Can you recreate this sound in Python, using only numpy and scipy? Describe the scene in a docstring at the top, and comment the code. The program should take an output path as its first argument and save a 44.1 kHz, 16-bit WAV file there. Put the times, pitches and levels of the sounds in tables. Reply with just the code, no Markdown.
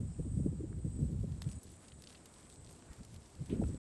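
"""Dung beetle on windy sand

Low over open ground, sand and dry bits crackle as a dung beetle rolls its ball: clumps of grain
contacts over a soft sifting hiss. An unseen insect makes a rapid buzz of falling chirps near 8 kHz,
swelling about twice a second. Two gusts buffet the microphone with eddies. Behind it all lie still
air, faint calls and a far insect chorus. The sound stops dead shortly before the end."""
import sys
import numpy as np
from scipy import signal
from scipy.fft import rfft, irfft, next_fast_len
from scipy.io import wavfile
from scipy.ndimage import uniform_filter1d, map_coordinates

SR = 44100
rng = np.random.default_rng(int(sys.argv[2]) if len(sys.argv) > 2 else 0)


def dump(signal):
    """Clip the signal to [-1, 1] and save it as 16-bit WAV at the path in sys.argv[1]."""
    limited = np.clip(np.atleast_2d(signal).T, -1, 1)
    pcm = np.round(limited * 32767).astype(np.int16)
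    wavfile.write(sys.argv[1], SR, pcm)


N = 176400


def insect():
    """Each chirp falls through an upper then a lower part, with side tones; plants scatter the buzz."""
    # The chirp's parts, lower one listed first. Each row: start and length as shares of a cycle,
    # level in dB, lower side tone in dB, upper side tone in dB.
    parts = [(.42,.86,2,-12,-5),(.86,.95,1.5,-9,-10)]
    # Their glides. Each row: midpoint pitch in Hz, fall in Hz.
    glides = [(7895,200),(8225,320)]
    # The song's swells. Each row: time in seconds, level in dB.
    swells = [(0,-66.5),(.1,-67.5),(.38,-63),(.66,-73.5),(.8,-68.5),(.94,-59),(1.12,-71),(1.32,-74),(1.52,-58.5),(1.66,-68.5),(2.0,-68.5),(2.24,-73),(2.5,-66.5),(2.88,-74),(3.0,-80),(3.39,-74),(3.47,-68),(3.72,-62)]
    # Fader on both side tones. Each row: time in seconds, gain in dB.
    side_fader = [(0,1),(.4,0.5),(.93,-6),(1.25,-4),(1.6,4.5),(2.0,3.5),(2.5,-0.5),(3.7,-6)]
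    # Accent on the upper part. Each row: time in seconds, gain in dB.
    upper_accent = [(0,-3),(.4,-2.5),(.93,-3),(1.5,-7),(2.05,-4),(2.5,0.5),(3.0,1.5),(3.7,-5)]
    chirps_per_s, spacing_hz, closing_hz, drift_hz = 33.9, 978, 220, 26
    scatter_db, scatter_t60_s = -4.5, .06
    t = np.arange(N) / SR
    cycles = chirps_per_s * t + .06 * wobble(5)
    side = amp(curve(side_fader))
    accents = (0, curve(upper_accent))
    song = np.zeros(N)
    for part, (hz, fall_hz), accent_db in zip(parts, glides, accents):
        start, length, db, below_db, above_db = part
        progress = np.clip((cycles - start) % 1 / length, 0, 1)
        envelope = np.sin(np.pi * progress)
        pitch = hz + fall_hz * (.5 - progress) + drift_hz * wobble(30)
        # The side tones close in as each part falls.
        spacing = spacing_hz + closing_hz * (.5 - progress) + drift_hz * wobble(30)
        for offset, gain in ((0, 1), (-spacing, side * amp(below_db)), (spacing, side * amp(above_db))):
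            rasp = .28 * wobble(260)
            phase = 2 * np.pi * np.cumsum(pitch + offset) / SR + rasp
            level = amp(db + accent_db + 1.8 * wobble(45))
            song += gain * level * envelope * np.sin(phase)
    song *= amp(curve(swells))
    tail = (rng.standard_normal(N) * amp(-60 * t / scatter_t60_s))[:SR // 4]
    scattered = signal.fftconvolve(song, tail / np.linalg.norm(tail))[:N]
    return song + amp(scatter_db) * scattered


def crackles():
    """Dry bits crackle in short, dying clumps; single grains snap between them."""
    # Crunches of dry bits. Each row: start in seconds, level in dB, centre in Hz,
    # width in octaves, seconds to fall 40 dB.
    crunches = [(.726,-54.5,1480,0.45,0.017),(1.32,-51.5,3000,1.1,.012),(1.419,-32,1110,1,0.0055),(1.4195,-29,3300,1.1,0.0038),(1.442,-39.5,3300,0.82,.0045),(1.489,-43,4800,0.82,.0082),(1.514,-40,4600,1.5,0.0099),(1.631,-46.5,9500,0.78,.022),(1.717,-49,7700,1.2,0.014),(1.8814,-48,4100,0.9,0.022),(1.9189,-50.5,2720,0.59,0.018),(2.021,-37,5900,1.5,0.007),(2.0373,-47.5,3650,1,0.02),(2.0714,-41.5,4050,0.51,.012),(2.1021,-45.5,4000,1.2,0.013),(2.126,-46,3700,0.93,0.011),(2.146,-50.5,2500,0.8,0.023),(2.152,-53,3300,0.32,0.026),(2.2568,-43.5,5530,1.2,0.016),(2.3383,-51,5470,0.69,0.016),(2.4989,-44.5,3940,1.2,.011),(2.709,-45.5,8150,0.58,0.0088),(2.931,-44,4370,1.9,0.0105),(3.0317,-51,5700,.6,0.015),(3.048,-44.5,5760,0.97,0.012),(3.141,-48,5600,1.5,.018),(3.161,-48.5,4400,1.1,0.015),(3.258,-55.5,5340,0.49,0.022),(3.4584,-51.5,5050,1.3,0.021),(3.496,-54.5,2820,.35,.15),(3.615,-42,700,0.26,0.049),(3.638,-39,1200,0.74,0.0081)]
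    # Hard grain snaps. Each row: start in seconds, level in dB, centre in Hz.
    snaps = [(1.417,-47,6000),(1.4209,-35,3820),(1.426,-46,6300),(1.4287,-43,6000),(1.524,-44,6600),(1.531,-45,4400),(2.362,-54,3000),(2.518,-51,5000),(2.526,-46,5800),(2.541,-46,8700),(2.559,-45.5,4250),(2.647,-44,5600),(2.664,-50,3900),(2.673,-48,3200),(2.692,-50,4700),(2.728,-43.5,8150),(2.793,-50.5,4100),(2.824,-50.5,2570),(3.151,-57,8500),(3.353,-47.5,4500),(3.685,-47,5300),(3.746,-49.5,4500)]
    crunch_trim_db, snap_trim_db = -2.5, -1.5
    out = np.zeros(N + SR)
    for s, db, hz, octaves, decay_s in crunches:
        crunch = clump(hz, octaves, decay_s, attack_s=.0012, length_s=.128)
        add(out, s, amp(db + crunch_trim_db) * crunch)
    for s, db, hz in snaps:
        add(out, s, amp(db + snap_trim_db) * tick(hz))
    return out[:N]


def clump(hz, octaves, decay_s, attack_s, length_s):
    """Uneven grain contacts in a band around hz, falling 40 dB in decay_s."""
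    t = np.arange(int(length_s * SR)) / SR
    contacts = rng.standard_normal(len(t)) * amp(3.5 * rng.standard_normal(len(t)))
    octaves_away = np.log2((np.fft.rfftfreq(len(t), 1 / SR) + 1) / hz)
    grit = unit(irfft(rfft(contacts) * bell(octaves_away, octaves), len(t)))
    return grit * amp(-40 * t / decay_s) * (1 - np.exp(-t / attack_s))


def tick(hz):
    """One hard grain snapping, with a peak of 1."""
    snap = clump(hz, octaves=.75, decay_s=.003, attack_s=.0001, length_s=.006)
    return snap / abs(snap).max()


def sand():
    """Shifting sand: tiny ticks, each with its own pitch, over a soft hiss and duller scuffing."""
    # Faders for the sifting and the scuffing. Each row: time in seconds, level in dB.
    sift_fader = [(0,-87),(.11,-79),(.3,-93),(.57,-87.5),(.95,-78),(1.15,-74),(1.32,-72),(1.4,-75),(1.5,-65.5),(1.58,-73),(1.72,-67.5),(1.87,-67),(1.98,-73.5),(2.1,-64),(2.22,-72),(2.55,-68.5),(2.6,-79),(2.7,-68.5),(2.8,-71.5),(3.05,-68.5),(3.35,-70),(3.75,-69)]
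    scuff_fader = [(1.35,-95),(1.5,-69),(1.6,-78),(1.72,-79),(1.83,-67),(1.97,-77.5),(2.12,-72.5),(2.38,-71.5),(2.5,-77.5),(2.62,-82),(2.83,-84),(2.91,-62.5),(2.96,-73),(3.01,-69.5),(3.08,-78.5),(3.44,-74),(3.52,-62.5),(3.64,-72.5),(3.72,-71.5)]
    # EQ of the bright hiss and the midrange scuffing. Each row: frequency in Hz, gain in dB.
    hiss_eq = [(400,2.5),(900,1.5),(2000,-2.5),(3200,0.5),(5000,2),(7000,2),(10000,1.5),(11400,-5.5),(12100,-18)]
    scuff_eq = [(250,-25),(550,4),(800,3.5),(1200,1),(2300,-4),(4500,-29)]
    grains_per_s, grain_hz, spread_octaves, swing_db = 340, 5000, .6, 1.9
    grains = np.zeros(N + SR)
    for s in rng.random(grains_per_s * N // SR) * N / SR:
        size = amp(2.8 * min(rng.exponential(), 3))  # many small grains, a few big ones
        hz = grain_hz * 2 ** rng.normal(0, spread_octaves)
        add(grains, s, size * tick(hz))
    sift_level = amp(curve(sift_fader) + swing_db * wobble(24.5))
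    sifting = amp(-4) * unit(grains[:N]) + amp(-3) * noise(hiss_eq)
    scuff_level = amp(curve(scuff_fader) + swing_db * wobble(51))
    return sift_level * sifting + scuff_level * noise(scuff_eq)


def wind():
    """Slow eddies rumble and fast ones flutter on the microphone, each gust a string of puffs."""
    # The gusts, as faders for slow and fast eddies. Each row: time in seconds, level in dB.
    rumble_fader = [(0.02, -38), (0.1, -43.5), (0.14, -52.5), (0.21, -37), (0.24, -40.5), (0.41, -38),
                    (0.75, -47.5), (0.79, -38.5), (0.82, -50.5), (0.85, -41), (0.92, -44), (1.0, -40),
                    (1.02, -36.5), (1.14, -41), (1.16, -38), (1.45, -48.5), (1.47, -39.5), (1.54, -49.5),
                    (1.58, -45), (1.61, -78), (1.68, -50), (1.72, -60), (1.77, -57.5), (1.85, -69.5),
                    (1.96, -53), (2.06, -66.5), (2.55, -65.5), (2.61, -54.5), (2.86, -65.5), (2.91, -47),
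                    (2.95, -79), (3.01, -44.5), (3.04, -65), (3.17, -50.5), (3.31, -69.5), (3.42, -45.5),
                    (3.48, -51.5), (3.51, -45), (3.64, -37), (3.77, -47)]
    flutter_fader = [(0.03,-48.5),(0.16,-70),(0.2,-39),(0.24,-65),(0.27,-36),(0.29,-61),(0.38,-47),(0.4,-35),(0.42,-54),(0.47,-37),(0.48,-51),(0.51,-62.5),(0.53,-39.5),(0.57,-71),(0.59,-48),(0.65,-49),(0.69,-57),(0.72,-45),(0.75,-61),(0.8,-47.5),(0.81,-67),(0.86,-40.5),(0.89,-68.5),(1.02,-39),(1.08,-56.5),(1.1,-44),(1.22,-55.5),(1.245,-45),(1.28,-57),(1.44,-62.5),(1.47,-47),(1.51,-65),(3.38,-67.5),(3.41,-51),(3.47,-73),(3.51,-40),(3.54,-37.5),(3.55,-45.5),(3.62,-36),(3.66,-50.5),(3.7,-40),(3.73,-50.5),(3.75,-44.5),(3.77,-67.5)]
    # EQ of the slow and fast eddies. Each row: frequency in Hz, gain in dB.
    rumble_eq = [(20,-38),(31,-14.5),(45,1),(70,6.5),(125,3),(190,-4),(260,-11),(400,-56.5)]
    flutter_eq = [(100,-22.5),(170,-1),(230,-1.5),(320,-6),(430,-14),(550,-21.5),(680,-35.5),(900,-56),(1500,-80)]
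    slow_puffs = amp(2.2 * wobble(55))
    rumble = unit(eddies(rumble_eq, span_s=.027) * slow_puffs)
    fast_puffs = amp(3 * wobble(110))
    flutter = unit(eddies(flutter_eq, span_s=.014) * fast_puffs)
    return amp(curve(rumble_fader) + 1) * rumble + amp(curve(flutter_fader) + .5) * flutter


def eddies(eq, span_s):
    """Turbulence whose strength stays even over spans longer than span_s."""
    swirl = noise(eq)
    power = abs(uniform_filter1d(swirl * swirl, int(span_s * SR) + 1))
    return unit(swirl / np.sqrt(power + .033))


def buffets():
    """Tight eddies thump the microphone, each with one or two swings of pressure."""
    # Wind thumps. Each row: midpoint in seconds, envelope peak in dB, centre in Hz.
    thumps = [(0.206,-29,165),(.268,-34.5,190),(.376,-34,145),(0.409,-27.5,178),(0.466,-28.5,204),(0.492,-28,146),(.609,-36,360),(.643,-37,297),(1.027,-25.5,141),(1.054,-30,196),(1.07,-31,70),(1.243,-44,530),(1.248,-31,194),(1.32,-34,128.4),(1.471,-29,142),(3.418,-33,154),(3.536,-41,520),(3.6,-26.5,247),(3.625,-32.5,492),(3.633,-29.5,95),(3.668,-33,70)]
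    t, out = np.arange(N) / SR, np.zeros(N)
    for s, db, hz in thumps:
        cycles = (t - s) * hz
        out += amp(db) * bell(cycles, width=.8) * np.sin(2 * np.pi * (cycles + rng.random()))
    return out


def far_calls():
    """Faint narrow-band calls swell and fade in the distance."""
    # High calls. Each row: midpoint in seconds, level in dB, centre in Hz, half length in seconds.
    calls = [(.115,-79,5300,.035),(.15,-77,2550,.006),(.385,-83,5400,.035)]
    t, out = np.arange(N) / SR, np.zeros(N)
    for s, db, hz, half_s in calls:
        voice = unit(filtered(rng.standard_normal(N), lambda f: bell(f - hz, width=370)))
        out += amp(db) * bell(t - s, half_s) * voice
    return out


def air_and_chorus():
    """A gently wavering bed of still air and far insects."""
    # EQ of the low hush and the high chorus. Each row: frequency in Hz, gain in dB.
    air_eq = [(22,-7.5),(45,-0.5),(200,-5.5),(400,-2),(700,-8),(1200,-14.5),(2500,-22.5),(6000,-24),(9000,-34),(11000,-51.5)]
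    chorus_eq = [(5500,-24.5),(6600,-12.5),(6900,-2),(7300,2.5),(7650,0),(8400,-0.5),(8900,0.5),(9300,-6.5),(9700,-32),(11000,-47)]
    air_db, chorus_db = -65, -72
    air = amp(air_db + .99 * wobble(5.1)) * noise(air_eq)
    chorus = amp(chorus_db + wobble(12)) * noise(chorus_eq)
    return air + chorus


def amp(db):
    """Decibels to gain."""
    return 10 ** (np.asarray(db) / 20)


def unit(x):
    """Scale to rms 1."""
    return x / np.sqrt(np.mean(x ** 2) + 1e-20)


def bell(x, width):
    """A Gaussian hump, 1 at x = 0; width is its standard deviation."""
    return np.exp(-.5 * (x / width) ** 2)


def curve(rows):
    """Rows of seconds and value, joined into one value per sample."""
    return np.interp(np.arange(N) / SR, *np.transpose(rows))


def wobble(rate):
    """A smooth random curve, rate knots a second."""
    return map_coordinates(rng.standard_normal(N // 8), [np.arange(N) * rate / SR], mode="mirror")


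def filtered(x, response):
    """Filter x by a gain given as a function of Hz."""
    size = next_fast_len(len(x) + 8192)
    return irfft(rfft(x, size) * response(np.fft.rfftfreq(size, 1 / SR)), size)[:len(x)]


def noise(eq):
    """Noise of rms 1, coloured by rows of Hz and dB."""
    knots_hz, db = np.transpose(eq)
    white = rng.standard_normal(N)
    return unit(filtered(white, lambda hz: amp(np.interp(np.log(hz + 1), np.log(knots_hz + 1), db))))


def add(out, s, sound):
    """Mix a sound into out at s seconds."""
    out[round(s * SR):][:len(sound)] += sound


def scene():
    """All layers mixed at one low microphone."""
    return (wind() + buffets() + insect() + crackles() + sand() + air_and_chorus() + far_calls())[None]


def record(dry):
    """A quick fade in, a dead stop and a steep cut of the top treble."""
    stop_s, fade_s, top_hz = 3.78, .004, 11900
    t = np.arange(N) / SR
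    gate = np.clip(np.minimum(t, stop_s - t) / fade_s, 0, 1)
    return filtered(dry[0] * gate, lambda hz: hz < top_hz)[None]


dry = scene()
out = record(dry)
dump(out)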